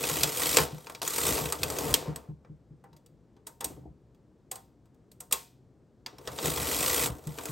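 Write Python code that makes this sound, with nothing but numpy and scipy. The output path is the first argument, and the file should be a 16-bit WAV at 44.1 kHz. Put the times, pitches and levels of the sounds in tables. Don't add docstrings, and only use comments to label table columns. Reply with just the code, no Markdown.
import sys
import numpy as np
from scipy import signal
from scipy.fft import rfft, irfft, next_fast_len
from scipy.io import wavfile
from scipy.ndimage import uniform_filter1d

SR = 44100
rng = np.random.default_rng(int(sys.argv[2]) if len(sys.argv) > 2 else 0)


def waveform_to_disk(signal):
    frames = np.transpose(np.atleast_2d(signal))
    scaled = np.clip(frames, -1, 1) * 32767
    samples = np.round(scaled).astype(np.int16)
    wavfile.write(sys.argv[1], SR, samples)


N = 331191
T = np.arange(N) / SR
SLIDE_S = 3.645

# start in seconds, relative levels of snap, steel clink and bed clunk
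# in dB, pitch of the needle in Hz, bed tone in Hz, level of that tone above the clunk in dB.
NEEDLE_CLICKS = [(2.8404, -53, -68, -49.5, 8590, 794, -0.5), (2.9307, -57, -63, -60, 3940, 921, -5),
                 (2.9658, -47.5, -62, -66, 4870, 606, -2), (3.0624, -47, -63, -73, 7750, 773, -2),
                 (3.3664, -66.5, -67, -61.5, 3120, 794, -4), (3.4694, -25, -46.5, -44.5, 8910, 942, -14),
                 (3.6084, -24, -38.5, -35, 8570, 813, -7), (3.6448, -13.5, -34.5, -41.5, 8470, 929, -8),
                 (4.1474, -62, -74, -73, 3350, 552, -1.5), (4.5154, -19, -40, -41, 8190, 764, 0),
                 (4.557, -29, -47, -47, 8220, 778, -1), (4.857, -59, -73, -68, 7980, 942, -9),
                 (4.9454, -61, -79, -74.5, 3510, 603, 3), (5.117, -41, -60, -67, 4280, 600, -3),
                 (5.2053, -25.5, -49.5, -49, 8190, 732, -7), (5.3124, -28, -41, -41.5, 8510, 1260, -3),
                 (5.3258, -5, -23.5, -31, 8730, 1080, -6)]
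# centre in Hz, width in Hz, peak in dB.
BED_RESONANCES = [(289.5, 30, 2), (295, 77, 2), (420, 100, 7.5), (497.7, 60, 7), (650, 20, 3.5),
                  (790, 150, -2), (1040, 120, -0.5), (1970, 70, 4.5), (2480, 290, 2), (3230, 66, 3.5),
                  (4520, 180, -2), (7655, 430, 1.5), (8253, 440, 2)]


def from_db(db):
    return 10 ** (np.asarray(db) / 20)


def gains(tables):
    total = 0
    for rows in tables:
        s, *columns = np.transpose(rows)
        total = total + from_db([np.interp(T, s, db, left=-150, right=-150) for db in columns])
    return total


def colour(x, spectrum, resonances=()):
    size = 2 * next_fast_len(x.shape[-1] // 2 + SR // 8)
    hz = np.maximum(np.fft.rfftfreq(2 ** 13, 1 / SR), 1)
    points = np.array(spectrum)
    db = np.interp(np.log(hz), np.log(points[:, 0]), points[:, 1])
    for centre, width, peak_db in resonances:
        db = db + peak_db / (1 + (2 * (hz - centre) / width) ** 2)
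    gain = from_db(db) / np.sqrt(np.mean(from_db(db) ** 2))
    cepstrum = irfft(np.log(gain))
    cepstrum[1:len(hz) - 1] *= 2
    cepstrum[len(hz):] = 0
    impulse_response = irfft(np.exp(rfft(cepstrum)))
    return irfft(rfft(x, size) * rfft(impulse_response, size))[..., :x.shape[-1]]


def fade(t, t60):
    return np.exp(-np.log(1000) * t / max(t60, 1e-3))


def rms_one(x):
    return x / np.sqrt(np.mean(x ** 2) + 1e-20)


def clicks(times, heights):
    out = np.zeros(N)
    np.add.at(out, np.clip((np.asarray(times) * SR).astype(int), 0, N - 1), heights)
    return out


def ring(hits, hz, t60):
    r, w = fade(1 / SR, t60), 2 * np.pi * hz / SR
    return signal.lfilter([0, np.sin(w)], [1, -2 * r * np.cos(w), r * r], hits + 1e-18)


def strikes(times, levels_db, t60, tail_db, tail_t60, lead):
    before = SR // 30
    t = np.arange(-before, SR // 2) / SR
    out, since = np.zeros(N + SR), np.maximum(t, 0)
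    onset = np.exp(np.minimum(t, 0) / lead)
    shape = onset * (fade(since, t60) + from_db(tail_db) * fade(since, tail_t60))
    for s, db, noise in zip(times, levels_db, rng.standard_normal((len(times), len(t)))):
        start = int(max(s, 0) * SR)
        out[start:start + len(t)] += from_db(db) * shape * noise
    return out[before:before + N]


def hush():
    # frequency in Hz, relative level in dB per Hz.
    room_tone = [(20, -23.5), (45, -3.5), (62, 5), (85, -2.5), (120, 6.5), (200, -0.5), (300, -1.5),
                 (450, -5), (650, -14.5), (1200, -23.5), (2500, -34), (8000, -39), (15000, -49.5)]
    shared = rng.standard_normal(N)
    separate = .25 * rng.standard_normal((2, N))
    return from_db(-60.5) * colour(shared + separate, room_tone)


def room(x, t60, wet_db):
    # frequency in Hz, relative level in dB per Hz.
    room_colour = [(60, -12), (250, 7.5), (500, 5.5), (800, 9.5), (1300, 8.5), (2200, -3), (5000, -28.5),
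                   (15000, -4)]
    t = T[:SR // 2]
    build_up = 1 - np.exp(-t / 0.0019)
    tail = rng.standard_normal((2, len(t))) * fade(t, t60) * build_up
    tail = colour(tail / np.sqrt(np.sum(tail[0] ** 2)), room_colour)
    return from_db(wet_db) * signal.fftconvolve(x[None], tail, axes=1)[:, :N]


def stereo_width(x, t60, wet_db):
    t = T[:SR // 25]
    treble = signal.butter(2, 1000, "high", fs=SR, output="sos")
    smear = signal.sosfilt(treble, rng.standard_normal(len(t)) * fade(t, t60))
    side = signal.fftconvolve(x, smear / np.sqrt(np.sum(smear ** 2)))[:N]
    return from_db(wet_db) * np.array([side, -side])


def stand(contact_s, count=6):
    # time in seconds, relative level in dB.
    knocks = [(0.111, -34), (0.234, -32), (0.596, -31), (0.727, -36), (1.274, -39), (1.413, -32),
              (1.852, -36), (7.267, -31), (7.491, -34)]
    # frequency in Hz, relative level in dB, t60 in seconds.
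    stand_modes = [(72, -12.5, 0.44), (131, -4.5, 0.27), (151, 8.5, 0.16), (191, -6, 0.17), (303, -6, 0.11),
                   (400, -10.5, 0.13)]
    rock_start_s, rock_period_s, rock_db, rock_loss_db = 2.078, .209, -28.5, 6
    rocking = [(rock_start_s + k * rock_period_s, rock_db - k * rock_loss_db) for k in range(count)]
    s, db = np.transpose(list(knocks) + rocking)
    t = T[:SR // 2]
    modes = sum(from_db(level) * np.sin(2 * np.pi * hz * t) * fade(t, t60) for hz, level, t60 in stand_modes)
    soft_onset = 1 - np.exp(-t / contact_s)
    low_cut = signal.butter(2, 45, "high", fs=SR, output="sos")
    response = signal.sosfilt(low_cut, modes * soft_onset)
    return signal.fftconvolve(clicks(s, from_db(db)), response)[:N]


def metal_blows(table, snap_db, clink_db, clunk_db, snap_t60, clunk_t60, tail_db, snap_tail_t60,
                tail_t60, lead, modes_db):
    # frequency in Hz, relative level in dB per Hz.
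    snap_spectrum = [(2000, -24.5), (5000, -6), (7000, 1.5), (8700, 3), (10000, 1.5), (12000, 2.5),
                     (15500, -3)]
    clink_spectrum = [(700, -21.5), (1700, -6.5), (2200, -2), (3400, 1), (4700, 1.5), (6500, -3.5),
                      (10000, -23)]
    clunk_spectrum = [(25, -19.5), (60, -6.5), (200, -5.5), (300, -8.5), (480, -3), (750, -0.5), (1050, 2),
                      (1350, -3), (1800, -7.5), (5000, -42.5)]
    # frequency in Hz, relative level in dB, t60 in seconds.
    steel_modes = [(720, -10.5, 0.4), (777, -9.5, .3), (922.6, -6, 0.39), (1042.4, -5.5, 0.14),
                   (1307, -10.5, 0.17), (1840, -15.5, 0.23), (2146, -12, 0.26), (2690, -5, 0.14),
                   (3420, -4, 0.15), (3885, 2, 0.08), (4660, -2.5, 0.13), (4730, -4.5, 0.083),
                   (5670, -7.5, 0.14), (6560, -6, .14), (7726, -5, 0.088), (8107, -6.5, .14),
                   (8630, -12.5, 0.16), (11986, -4, 0.081)]
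    s, snap, clink, clunk = np.transpose(table)[:4]
    snap, clink, clunk = snap + snap_db, clink + clink_db, clunk + clunk_db
    snap_noise = strikes(s, snap, snap_t60, tail_db, snap_tail_t60, lead)
    clink_noise = strikes(s, clink, snap_t60, tail_db, tail_t60, lead)
    clunk_noise = strikes(s, clunk, clunk_t60, tail_db=-16, tail_t60=.35, lead=0.00097)
    out = (colour(snap_noise, snap_spectrum, BED_RESONANCES)
           + colour(clink_noise, clink_spectrum, BED_RESONANCES)
           + colour(clunk_noise, clunk_spectrum, BED_RESONANCES))
    chance = rng.standard_normal((len(s), len(steel_modes)))
    for (hz, db, mode_t60), luck in zip(steel_modes, chance.T):
        force_db = clunk + 4 if hz < 1500 else clink if hz < 7000 else snap - 4
        level_db = force_db + db + modes_db + 3 * np.clip(luck, -2, 1.5)
        out += ring(clicks(s, np.sign(luck) * from_db(level_db)), hz, mode_t60)
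    return out


def part_pings(table, clink_db, snap_db, t60, beat):
    out, t = np.zeros(N + SR), T[:SR // 5]
    for s, snap, clink, _, hz in np.array(table)[:, :5]:
        second_hz = hz * (1 + beat * rng.uniform(-1, 1))
        pair = np.sin(2 * np.pi * hz * t) + 0.5 * np.sin(2 * np.pi * second_hz * t)
        level_db = clink + clink_db if hz < 6500 else snap + snap_db
        start = int(s * SR)
        out[start:start + len(t)] += from_db(level_db) * pair * fade(t, t60)
    return out[:N]


def bed_tones(t60):
    return sum(ring(clicks([s], from_db(clunk + tone_db)), hz, t60)
               for s, _, _, clunk, _, hz, tone_db in NEEDLE_CLICKS)


def slide():
    attack_s, hold_s, release_s = .03, .24, .08
    rumble_db, drone_db, drone_t60_s = -50, -52, .55
    corners = SLIDE_S + np.array([-attack_s, 0, hold_s, hold_s + release_s])
    push = np.interp(T, corners, [0, 1, 1, 0])
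    drone_fade = fade(np.maximum(T - SLIDE_S, 0), drone_t60_s)
    return from_db(rumble_db) * push, from_db(drone_db) * push * drone_fade


def judders(t60, count=4):
    # frequency in Hz, relative level in dB per Hz.
    bump_spectrum = [(50, -7.5), (80, -2), (160, -10), (290, 14.5), (450, -1.5), (800, 5), (1200, -28),
                     (3000, -52)]
    level_db, first_gap_s, slowing = -45, .058, 1.2
    gaps = first_gap_s * slowing ** np.arange(count - 1)
    s = SLIDE_S + np.append(0, np.cumsum(gaps))
    bumps = strikes(s, np.full(count, level_db), t60, tail_db=-32, tail_t60=.2, lead=0.0024)
    return colour(bumps, bump_spectrum, BED_RESONANCES)


def hand_work():
    blows = metal_blows(NEEDLE_CLICKS, snap_db=-11.5, clink_db=-2, clunk_db=-7, snap_t60=.035,
                        clunk_t60=0.16, tail_db=-17.5, snap_tail_t60=.29, tail_t60=0.38, lead=0.001,
                        modes_db=-12.5)
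    pings = part_pings(NEEDLE_CLICKS, clink_db=-3, snap_db=-15.5, t60=0.043, beat=0.0406)
    return blows + pings + bed_tones(t60=0.18) + judders(t60=0.106)


def latches(rasp):
    per_s, low_hz, high_hz, spread_db = 9, 2440, 8800, 0.5
    gap, size, pitch = rng.random((200, 3)).T
    s = np.cumsum(.5 + gap) / per_s
    db = 20 * np.log10(np.interp(s, T, rasp)) + spread_db * (2 * size - 1)
    hz = low_hz * (high_hz / low_hz) ** pitch
    rows = np.transpose([s, db + 8, db - 14, db - 10.5, hz])
    return rows[(s < T[-1]) & (db > -70)]


def cam_clacks(rasp):
    # time in seconds, relative levels of snap, steel clink and bed clunk in dB,
    # pitch of the part in Hz.
    clacks = [(0.0385, -21, -29, -35.5, 2546), (0.0976, -18, -34, -34.5, 6700), (0.234, -7, -19, -28, 7580),
              (0.57, -4.5, -16, -20.5, 7510), (0.5854, -14.5, -22, -22.5, 2356),
              (0.87, -37, -44, -45, 2433), (0.8978, -32, -45.5, -42, 2400), (0.9492, -34, -40, -48.5, 2380),
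              (1.0179, -23, -32, -34, 4940), (1.0776, -15, -44, -40, 6760),
              (1.1827, -16.5, -45, -33.5, 8670), (1.2668, -15.5, -44, -35, 7750),
              (1.3798, -21, -33.5, -30.5, 2650), (1.4574, -20.5, -36.5, -42.5, 2640),
              (1.5238, -15, -31, -33, 8720), (1.6326, -14, -25.5, -32, 2530),
              (1.7016, -20, -37.5, -37, 8790), (1.7863, -16, -33, -40, 6270), (1.941, -5, -17.5, -33, 3130),
              (2.16, -26, -43, -46, 7995), (2.4481, -69, -68.5, -58, 2340),
              (6.0625, -32.5, -35.5, -42, 4870), (6.1838, -42.5, -52, -55, 5500),
              (6.2747, -27.5, -34, -34.5, 8230), (6.3874, -29, -33.5, -38, 3640),
              (6.574, -22, -34, -38, 3320), (7.2714, -28.5, -49, -48.5, 3530),
              (7.3858, -28, -39.5, -38.5, 2480), (7.4556, -21.5, -45, -41.5, 2500)]
    blows = np.vstack([clacks, latches(rasp)])
    impacts = metal_blows(blows, snap_db=-9.5, clink_db=0.5, clunk_db=-0.5, snap_t60=0.031,
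                          clunk_t60=0.088, tail_db=-21, snap_tail_t60=.33, tail_t60=0.43, lead=0.00043,
                          modes_db=-17.5)
    return impacts + part_pings(blows, clink_db=-1.5, snap_db=-11.5, t60=.04, beat=.05)


def needle_chatter(effort, uneven_db, jitter, count=3):
    reference_db, needles_per_s, speed_follows = -42, 58, .55
    travel = np.cumsum(needles_per_s * (effort / from_db(reference_db)) ** speed_follows) / SR
    butts = np.arange(min(int(travel[-1]), 1000))
    chance = rng.standard_normal((2, count, 1000))[..., :len(butts)]
    places = butts + rng.random((count, 1)) + jitter * chance[0]
    times = np.interp(places, travel, T)
    levels_db = -3.5 * np.arange(count)[:, None] + uneven_db * np.clip(chance[1], -2, 1.5)
    return times.ravel(), from_db(levels_db).ravel()


def rattle(ticks, low_hz, high_hz, ping_t60, ping_db, spread_db, tick_db, tick_t60, count=24):
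    times, heights = ticks
    surge = signal.lfilter([1], [1, -fade(1 / SR, tick_t60) ** 2], clicks(times, heights ** 2))
    power = 1 + from_db(tick_db) ** 2 * surge
    friction = rng.standard_normal(N) * np.sqrt(power / uniform_filter1d(power, SR // 12))
    chance = rng.standard_normal((count, 2, 3000))[..., :len(times)]
    pings = 0
    for hz, (sign, size) in zip(np.geomspace(low_hz, high_hz, count), chance):
        hits = heights * np.sign(sign) * from_db(spread_db * np.minimum(size, 1.7))
        pings = pings + ring(clicks(times, hits), hz, ping_t60)
    pings /= np.sqrt(uniform_filter1d(pings ** 2, SR // 8) + 0.023 * np.mean(pings ** 2))
    return rms_one(friction + from_db(ping_db) * pings)


def carriage(effort, rasp):
    # time in seconds, rumble level in dB.
    lurches = [(1.31, -43), (1.64, -38.5), (1.92, -37), (6.3, -46), (6.47, -37), (6.61, -36.5),
               (7.11, -39.5)]
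    # frequency in Hz, relative level in dB per Hz.
    rumble_spectrum = [(20, -41.5), (40, -15), (55, -1), (73, 7.5), (95, -6), (125, 4), (155, 3.5),
                       (200, -9.5), (300, -26), (900, -62.5)]
    drone_spectrum = [(100, -24.5), (230, 4.5), (350, -2), (500, -1.5), (720, 4), (900, -0.5), (1250, -4.5),
                      (1700, -10), (3000, -17.5), (9000, -49.5)]
    rasp_spectrum = [(300, -16), (800, -4.5), (1200, 4), (1700, -5), (2300, -4.5), (2900, -3.5),
                     (3500, -1.5), (6000, -1.5), (8500, 1), (10000, 2), (12500, 1.5), (15800, -1.5)]
    lurch_width_s, rumble_db = 0.029, -2.5
    slide_rumble, slide_drone = slide()
    sway = sum(from_db(db) * np.exp(-((T - s) / lurch_width_s) ** 2) for s, db in lurches)
    drone = effort + slide_drone
    ticks = needle_chatter(drone, uneven_db=1.0, jitter=.22)
    mid = rattle(ticks, low_hz=274.0, high_hz=1388, ping_t60=0.09, ping_db=-10.5, spread_db=6.5,
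                 tick_db=0.0, tick_t60=0.027, count=30)
    high = rattle(ticks, low_hz=1900, high_hz=13000, ping_t60=.035, ping_db=-3, spread_db=8,
                  tick_db=3, tick_t60=.022, count=36)
    shaking = rng.standard_normal(N) * (from_db(rumble_db) * effort + sway + slide_rumble)
    return (colour(shaking, rumble_spectrum)
            + colour(mid * drone, drone_spectrum, BED_RESONANCES)
            + colour(high * rasp, rasp_spectrum, BED_RESONANCES))


def scene():
    # time in seconds, effort as the drone of the
    # bed in dB, rasp of the cams on the needles in dB.
    passes = [
        [(0, -45, -37.5), (.07, -45, -32.5), (.22, -44, -32), (.32, -49, -36.5), (.43, -43, -28.5),
         (.55, -44, -28.5), (.63, -40, -32), (.69, -52, -55), (.83, -62, -56), (1.0, -64, -59.5)],
        [(1.02, -48, -39), (1.11, -53, -34.5), (1.29, -39, -28), (1.43, -43, -37), (1.58, -51, -47),
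         (1.7, -43, -41.5), (1.92, -39, -37), (2.0, -48, -61), (2.08, -46, -64), (2.32, -69, -88)],
        [(6.1, -64, -87), (6.24, -58, -59.5), (6.4, -49, -43), (6.46, -36, -30), (6.53, -45, -35.5),
         (6.88, -42, -28), (7.06, -41, -28.5), (7.11, -47.5, -51), (7.2, -60, -61), (7.51, -50, -42)],
    ]
    effort, rasp = gains(passes)
    machine = carriage(effort, rasp) + stand(contact_s=.008) + hand_work() + cam_clacks(rasp)
    width = stereo_width(machine, t60=0.044, wet_db=-23)
    reverberation = room(machine, t60=0.15, wet_db=-15)
    return machine + width + reverberation + hush()


def record(dry):
    # frequency in Hz, lag in cycles.
    port_lag = [(600, 0), (760, .05), (1050, .01), (1650, .02), (2000, 0), (2850, 0), (3270, -.06),
                (3800, 0), (8700, 0), (9900, .5), (10500, .5), (11600, 1), (12400, 1), (13500, 1.5),
                (14300, 1.5), (15200, 2)]
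    size = next_fast_len(N + SR // 10, real=True)
    hz = np.fft.rfftfreq(size, 1 / SR)
    lag = np.exp(-2j * np.pi * np.interp(hz, *np.transpose(port_lag)))
    lean = from_db(1.1 / (1 + (hz / 2000) ** 2))
    ports = irfft(rfft(dry, size) * np.array([lean * lag, 1 / lean]), size)[:, :N]
    top_cut = signal.ellip(10, .3, 80, 16000, fs=SR, output="sos")
    return signal.sosfilt(top_cut, ports)


dry = scene()
out = record(dry)
waveform_to_disk(out)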